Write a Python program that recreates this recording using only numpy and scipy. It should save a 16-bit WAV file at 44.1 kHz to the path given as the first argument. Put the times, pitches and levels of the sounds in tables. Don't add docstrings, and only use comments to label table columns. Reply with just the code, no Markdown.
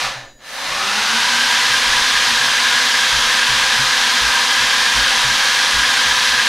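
import sys
import numpy as np
from scipy import signal
from scipy.fft import rfft, irfft, next_fast_len
from scipy.io import wavfile
from scipy.ndimage import map_coordinates

SR = 44100
rng = np.random.default_rng(int(sys.argv[2]) if len(sys.argv) > 2 else 0)


def generate_wav(signal):
    frames = np.transpose(np.atleast_2d(signal))
    scaled = np.clip(frames, -1, 1) * 32767
    pcm = np.round(scaled).astype(np.int16)
    wavfile.write(sys.argv[1], SR, pcm)


N = 285768
TIME = np.arange(N) / SR


def amp(db):
    return 10 ** (np.asarray(db) / 20)


def unit(x):
    return x / np.sqrt(np.mean(x ** 2) + 1e-20)


def along(points, hz):
    f, v = np.transpose(points)
    return np.interp(np.log(hz + 1), np.log(f + 1), v)


def bells(rows, at):
    return sum(db / (1 + (2 * (at - centre) / width) ** 2) for centre, width, db in rows)


def wobble(rate):
    knots = rng.standard_normal(int(N * rate / SR) + 4)
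    return map_coordinates(knots, [TIME * rate])


def filtered(x, response):
    m = next_fast_len(N + SR // 2)
    spectrum = rfft(x, m) * response(np.fft.rfftfreq(m, 1 / SR))
    return irfft(spectrum, m)[..., :N]


def noise(spectrum):
    return unit(filtered(rng.standard_normal(N), lambda hz: amp(along(spectrum, hz))))


CUT_S, OPEN_S, FULL_S = .055, .372, 1.64
START_HZ, FULL_HZ, BALANCE_HZ = 186, 245.2, 250.2
COAST_S, SPIN_UP_S, CURRENT_S = .245, .575, 0.034


def motor(t=TIME):
    coasting_s = np.clip(t, CUT_S, OPEN_S) - CUT_S
    driven_s = np.maximum(t - OPEN_S, 0)
    coasting_hz = START_HZ * np.exp(-coasting_s / COAST_S)
    shaft_hz = BALANCE_HZ * np.tanh(np.arctanh(coasting_hz / BALANCE_HZ) + driven_s / SPIN_UP_S)
    speed = np.minimum(shaft_hz / FULL_HZ, 1)
    current = np.exp(-coasting_s / CURRENT_S) + 1 - np.exp(-driven_s / CURRENT_S)
    return speed, (1 - speed ** 2) * current


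def part_throttle(knee):
    speed, _ = motor()
    return np.clip((1 - speed) / max(1 - knee, .01), 0, 1)


HUSH_SPEED, HUSH_POWER = 0.27, 6.2


def hush(speed):
    return 1 / (1 + (HUSH_SPEED / speed) ** HUSH_POWER)


FLOW_DB, FLOW_POWER, FLOW_LOAD_DB = -14.5, 2.6, 3


def flow():
    speed, load = motor()
    return amp(FLOW_DB + FLOW_LOAD_DB * load) * speed ** FLOW_POWER * hush(speed)


# (centre [shaft rates], width [shaft rates], boost [dB])
VORTICES = [(1, .3, 4), (4.1, .6, 6.5), (6.78, 1, 10.5), (13.2, 1.03, 4)]
TREBLE_DB, TREBLE_POWER = 30, 3.5


def turbulence(air, flutter_db, slow_tilt_db, wander):
    eddies = rng.standard_normal(N) * amp(flutter_db * wobble(900))
    hz, t, z = signal.stft(eddies, SR, nperseg=1024)
    speed, load = motor(t)
    shedding_hz = FULL_HZ * speed * (1 + wander * np.interp(t, TIME, wobble(35)))
    hz = hz[:, None]
    shedding_db = 0
    for band in VORTICES:
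        surge = 1 + 0.13 * np.interp(t, TIME, wobble(22))
        shedding_db = shedding_db + speed * surge * bells([band], hz / shedding_hz)
    body_db = slow_tilt_db * (1 - speed) * bells([(640, 4300, 0.86)], hz)
    treble_db = TREBLE_DB * load ** TREBLE_POWER * hz ** 4 / (hz ** 4 + 9000 ** 4)
    gain = amp(shedding_db + body_db + treble_db)
    power_share = amp(along(air, hz[:, 0])) ** 2
    gain /= np.sqrt(np.average(gain ** 2, axis=0, weights=power_share))
    return signal.istft(z * gain, SR, nperseg=1024)[1][:N]


def reflections(x, echo_db, count=40):
    delay_s = rng.uniform(.004, .06, count)
    size = rng.standard_normal(count)
    walls = np.bincount((delay_s * SR).astype(int), size / np.linalg.norm(size))
    return x + amp(echo_db) * signal.fftconvolve(x, walls)[:N]


# (frequency [Hz], relative level per Hz [dB])
AIR = [(20, -21.5), (90, -19.5), (160, -15.5), (320, -20), (450, -17.5), (650, -16.5), (800, -8),
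       (1300, -2), (2500, -1.15), (4000, 0), (6000, -4), (8000, -13.5), (10000, -15), (15500, -33.5)]
# (centre [Hz], width [Hz], boost or cut [dB])
BENCH = [(160, 30, -6), (232, 50, 6), (274, 18, 5), (538, 95, 10.5), (702, 44, 4), (791, 45, 6.3),
         (990, 70, 5), (1223, 18, 4), (1408, 24, -6), (1454, 20, 5.5), (1483, 18, -6), (1578, 22, 2.5),
         (1638, 24, 2), (1865, 50, -2.5), (1921, 28, 5), (2019, 47, 2.7), (2095, 18, -4), (2120, 18, 5.5),
         (2263, 18, 3), (2423, 22, 4.5), (2659, 60, 2), (2845, 22, 3), (3150, 30, 2.3), (3495, 38, 3.2),
         (3640, 46, 3.8), (3853, 87, 2.6), (4148, 44, 4.2), (4850, 150, 1.8), (6298, 62, 2)]


def rush():
    eddies = turbulence(AIR, flutter_db=0.52, slow_tilt_db=21.5, wander=0.02)
    coloured = filtered(eddies, lambda hz: amp(along(AIR, hz) + bells(BENCH, hz)))
    return unit(reflections(coloured, echo_db=-11.5)) * flow() * amp(0.045 * wobble(14))


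# (frequency [Hz], relative level per Hz [dB])
FAINT_SIDE = [(150, -42), (300, -31), (480, -12), (900, -26), (1300, -41), (1600, -31), (2100, -29),
              (2600, 1.5), (4200, 5), (6200, -3.5), (8500, 6), (11300, -12), (12200, -40)]
# (frequency [Hz], relative level per Hz [dB])
BROAD_SIDE = [(30, -4), (150, -19), (300, -14), (550, -5), (2000, -2), (4000, 7), (10000, -3), (14000, -24)]
FAINT_SIDE_DB, BROAD_SIDE_DB, SIDE_LOAD_DB = -34, -23, 16


def width(fade_from, fade_to):
    speed, load = motor()
    broad_db = BROAD_SIDE_DB + np.interp(speed, [fade_from, fade_to], [0, -45])
    opposed = amp(FAINT_SIDE_DB) * noise(FAINT_SIDE) + amp(broad_db) * noise(BROAD_SIDE)
    return flow() * amp(SIDE_LOAD_DB * load + wobble(12)) * opposed


# (centre [Hz], width [Hz], relative level [dB])
BELL = [(550, 66, 3.5), (762, 86, 2), (1740, 60, 9), (1810, 36, 7), (2860, 100, -25), (4020, 190, -3),
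        (4900, 110, -19), (6170, 120, -5)]
RASP_DB, RASP_PART_DB, RASP_LOAD_DB, RASP_POWER = -40, 11.5, -0.5, 1.16


def rasp():
    speed, load = motor()
    rasp_db = RASP_DB + RASP_PART_DB * part_throttle(knee=0.78) + RASP_LOAD_DB * load

    def metal(f):
        return sum((-1) ** k * amp(db) * 1j * f * w / (c * c - f * f + 1j * f * w)
                   for k, (c, w, db) in enumerate(BELL))

    ringing = unit(filtered(rng.standard_normal(N), metal))
    return amp(rasp_db) * speed ** RASP_POWER * hush(speed) * ringing


# (multiple of the switching rate, level [dB])
WHINE = [(3, -73), (4, -60), (5, -64), (6, -72), (7, -59), (8, -76), (9, -78)]
SWITCH_HZ = 976.8
SWITCH_DB, SWITCH_POWER = -34.5, 3.2
WHINE_LOAD_DB, WHINE_WAVER_DB = -12, 2.5


def controller(fade_s):
    speed, load = motor()
    chopping = np.clip((FULL_S - TIME) / fade_s, 0, 1)
    angle = 2 * np.pi * SWITCH_HZ * TIME
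    overtones = sum(amp(db + WHINE_WAVER_DB * wobble(25.4)) * np.sin(k * angle + .45 * wobble(70))
                    for k, db in WHINE)
    switching = amp(SWITCH_DB) * speed ** SWITCH_POWER * np.sin(angle)
    return np.sqrt(2) * chopping * (switching + amp(WHINE_LOAD_DB * load) * overtones)


# (multiple of the shaft rate, level at full speed [dB], level while speeding up [dB], power of the speed)
TONES = [(1, -51, -40.5, 4), (2, -43.5, -46, .7), (3, -57, -55, 2), (4, -40.5, -55, 2.6),
         (5, -40.5, -45, 2.6)]


def rotor(waver_db, rising_waver_db, settle_s):
    speed, _ = motor()
    angle = 2 * np.pi * np.cumsum(FULL_HZ * speed * (1 + 0.0009 * wobble(12))) / SR
    driven = np.interp(TIME, [OPEN_S, OPEN_S + settle_s], [.1, 1])
    settled = np.interp(TIME, [FULL_S - settle_s, FULL_S], [0, 1])
    unsteady_db = waver_db * settled + rising_waver_db * (1 - settled)
    tones = 0
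    for k, full_db, rising_db, power in TONES:
        level_db = full_db * settled + rising_db * (1 - settled) + unsteady_db * wobble(15)
        tones = tones + amp(level_db) * speed ** power * np.sin(k * angle)
    return np.sqrt(2) * tones * driven


# (frequency [Hz], relative level per Hz [dB])
ROOM = [(8, 2), (27, 5), (40, -10), (53, 0), (80, -23), (105, -9), (127, 2), (160, -28), (250, -8),
        (350, -13), (600, -16), (2000, -60)]
# (frequency [Hz], relative level per Hz [dB])
ROOM_AIR = [(60, -8), (130, -3), (300, -2), (600, -7), (2000, -30)]
RUMBLE_DB, ROOM_AIR_DB = -56, -60
RUMBLE_RISE_S, RUMBLE_T60_S = .025, 1.7


def room(hiss_db):
    power = amp(RUMBLE_DB) ** 2
    for s, _, _, db in KEYS:
        age = np.maximum(TIME - s, 0)
        swell = 1 - np.exp(-age / RUMBLE_RISE_S)
        power = power + (amp(db - 60 * age / RUMBLE_T60_S) * swell) ** 2
    rumble = np.sqrt(power) * amp(1.8 * wobble(17)) * noise(ROOM)
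    return rumble + amp(ROOM_AIR_DB) * noise(ROOM_AIR) + amp(hiss_db) * rng.standard_normal(N)


# (time [s], low desk mode level [dB], high desk mode level [dB], rumble level [dB])
KEYS = [(0.028, -45, -37, -47), (0.152, -58, -37, -45), (.68, -45, -46, -50), (1.69, -42, -38, -39),
        (1.85, -36, -44, -35), (2.12, -41, -46, -52), (2.30, -42, -45, -47), (2.40, -52, -37, -62),
        (3.118, -31, -33, -39), (3.482, -35, -31, -37), (3.784, -39, -27, -45), (4.208, -30, -36, -47),
        (4.59, -41, -43, -42), (4.948, -26.5, -33.5, -36), (5.239, -34, -27, -41), (5.733, -28, -33, -37),
        (6.051, -35.5, -36, -45), (6.28, -39, -50, -46)]
# (nominal frequency [Hz], hold [s], time to fall 60 dB after the hold [s])
DESK = [(53, .065, 0.2), (126.7, 0.019, 0.35)]


def keys(attack):
    out, t = np.zeros(N + SR), np.arange(SR // 2) / SR
    swell = 1 - np.exp(-t / attack)
    for s, *levels, _ in KEYS:
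        for db, (hz, hold, t60) in zip(levels, DESK):
            swing = np.sin(2 * np.pi * hz * (1 + 0.033 * rng.standard_normal()) * t)
            decay = amp(db - 60 * np.maximum(t - hold, 0) / t60)
            out[round(s * SR):][:len(t)] += decay * swell * swing
    return out[:N]


def scene():
    mid = rush() + rasp() + controller(fade_s=.06)
    mid += rotor(waver_db=1, rising_waver_db=4.0, settle_s=0.37)
    mid += room(hiss_db=-65) + keys(attack=0.0075)
    side = width(fade_from=.66, fade_to=0.98)
    return np.array([mid + side, mid - side])


TOP_HZ = 15700


def record(dry):
    return filtered(dry, lambda hz: hz < TOP_HZ)


dry = scene()
out = record(dry)
generate_wav(out)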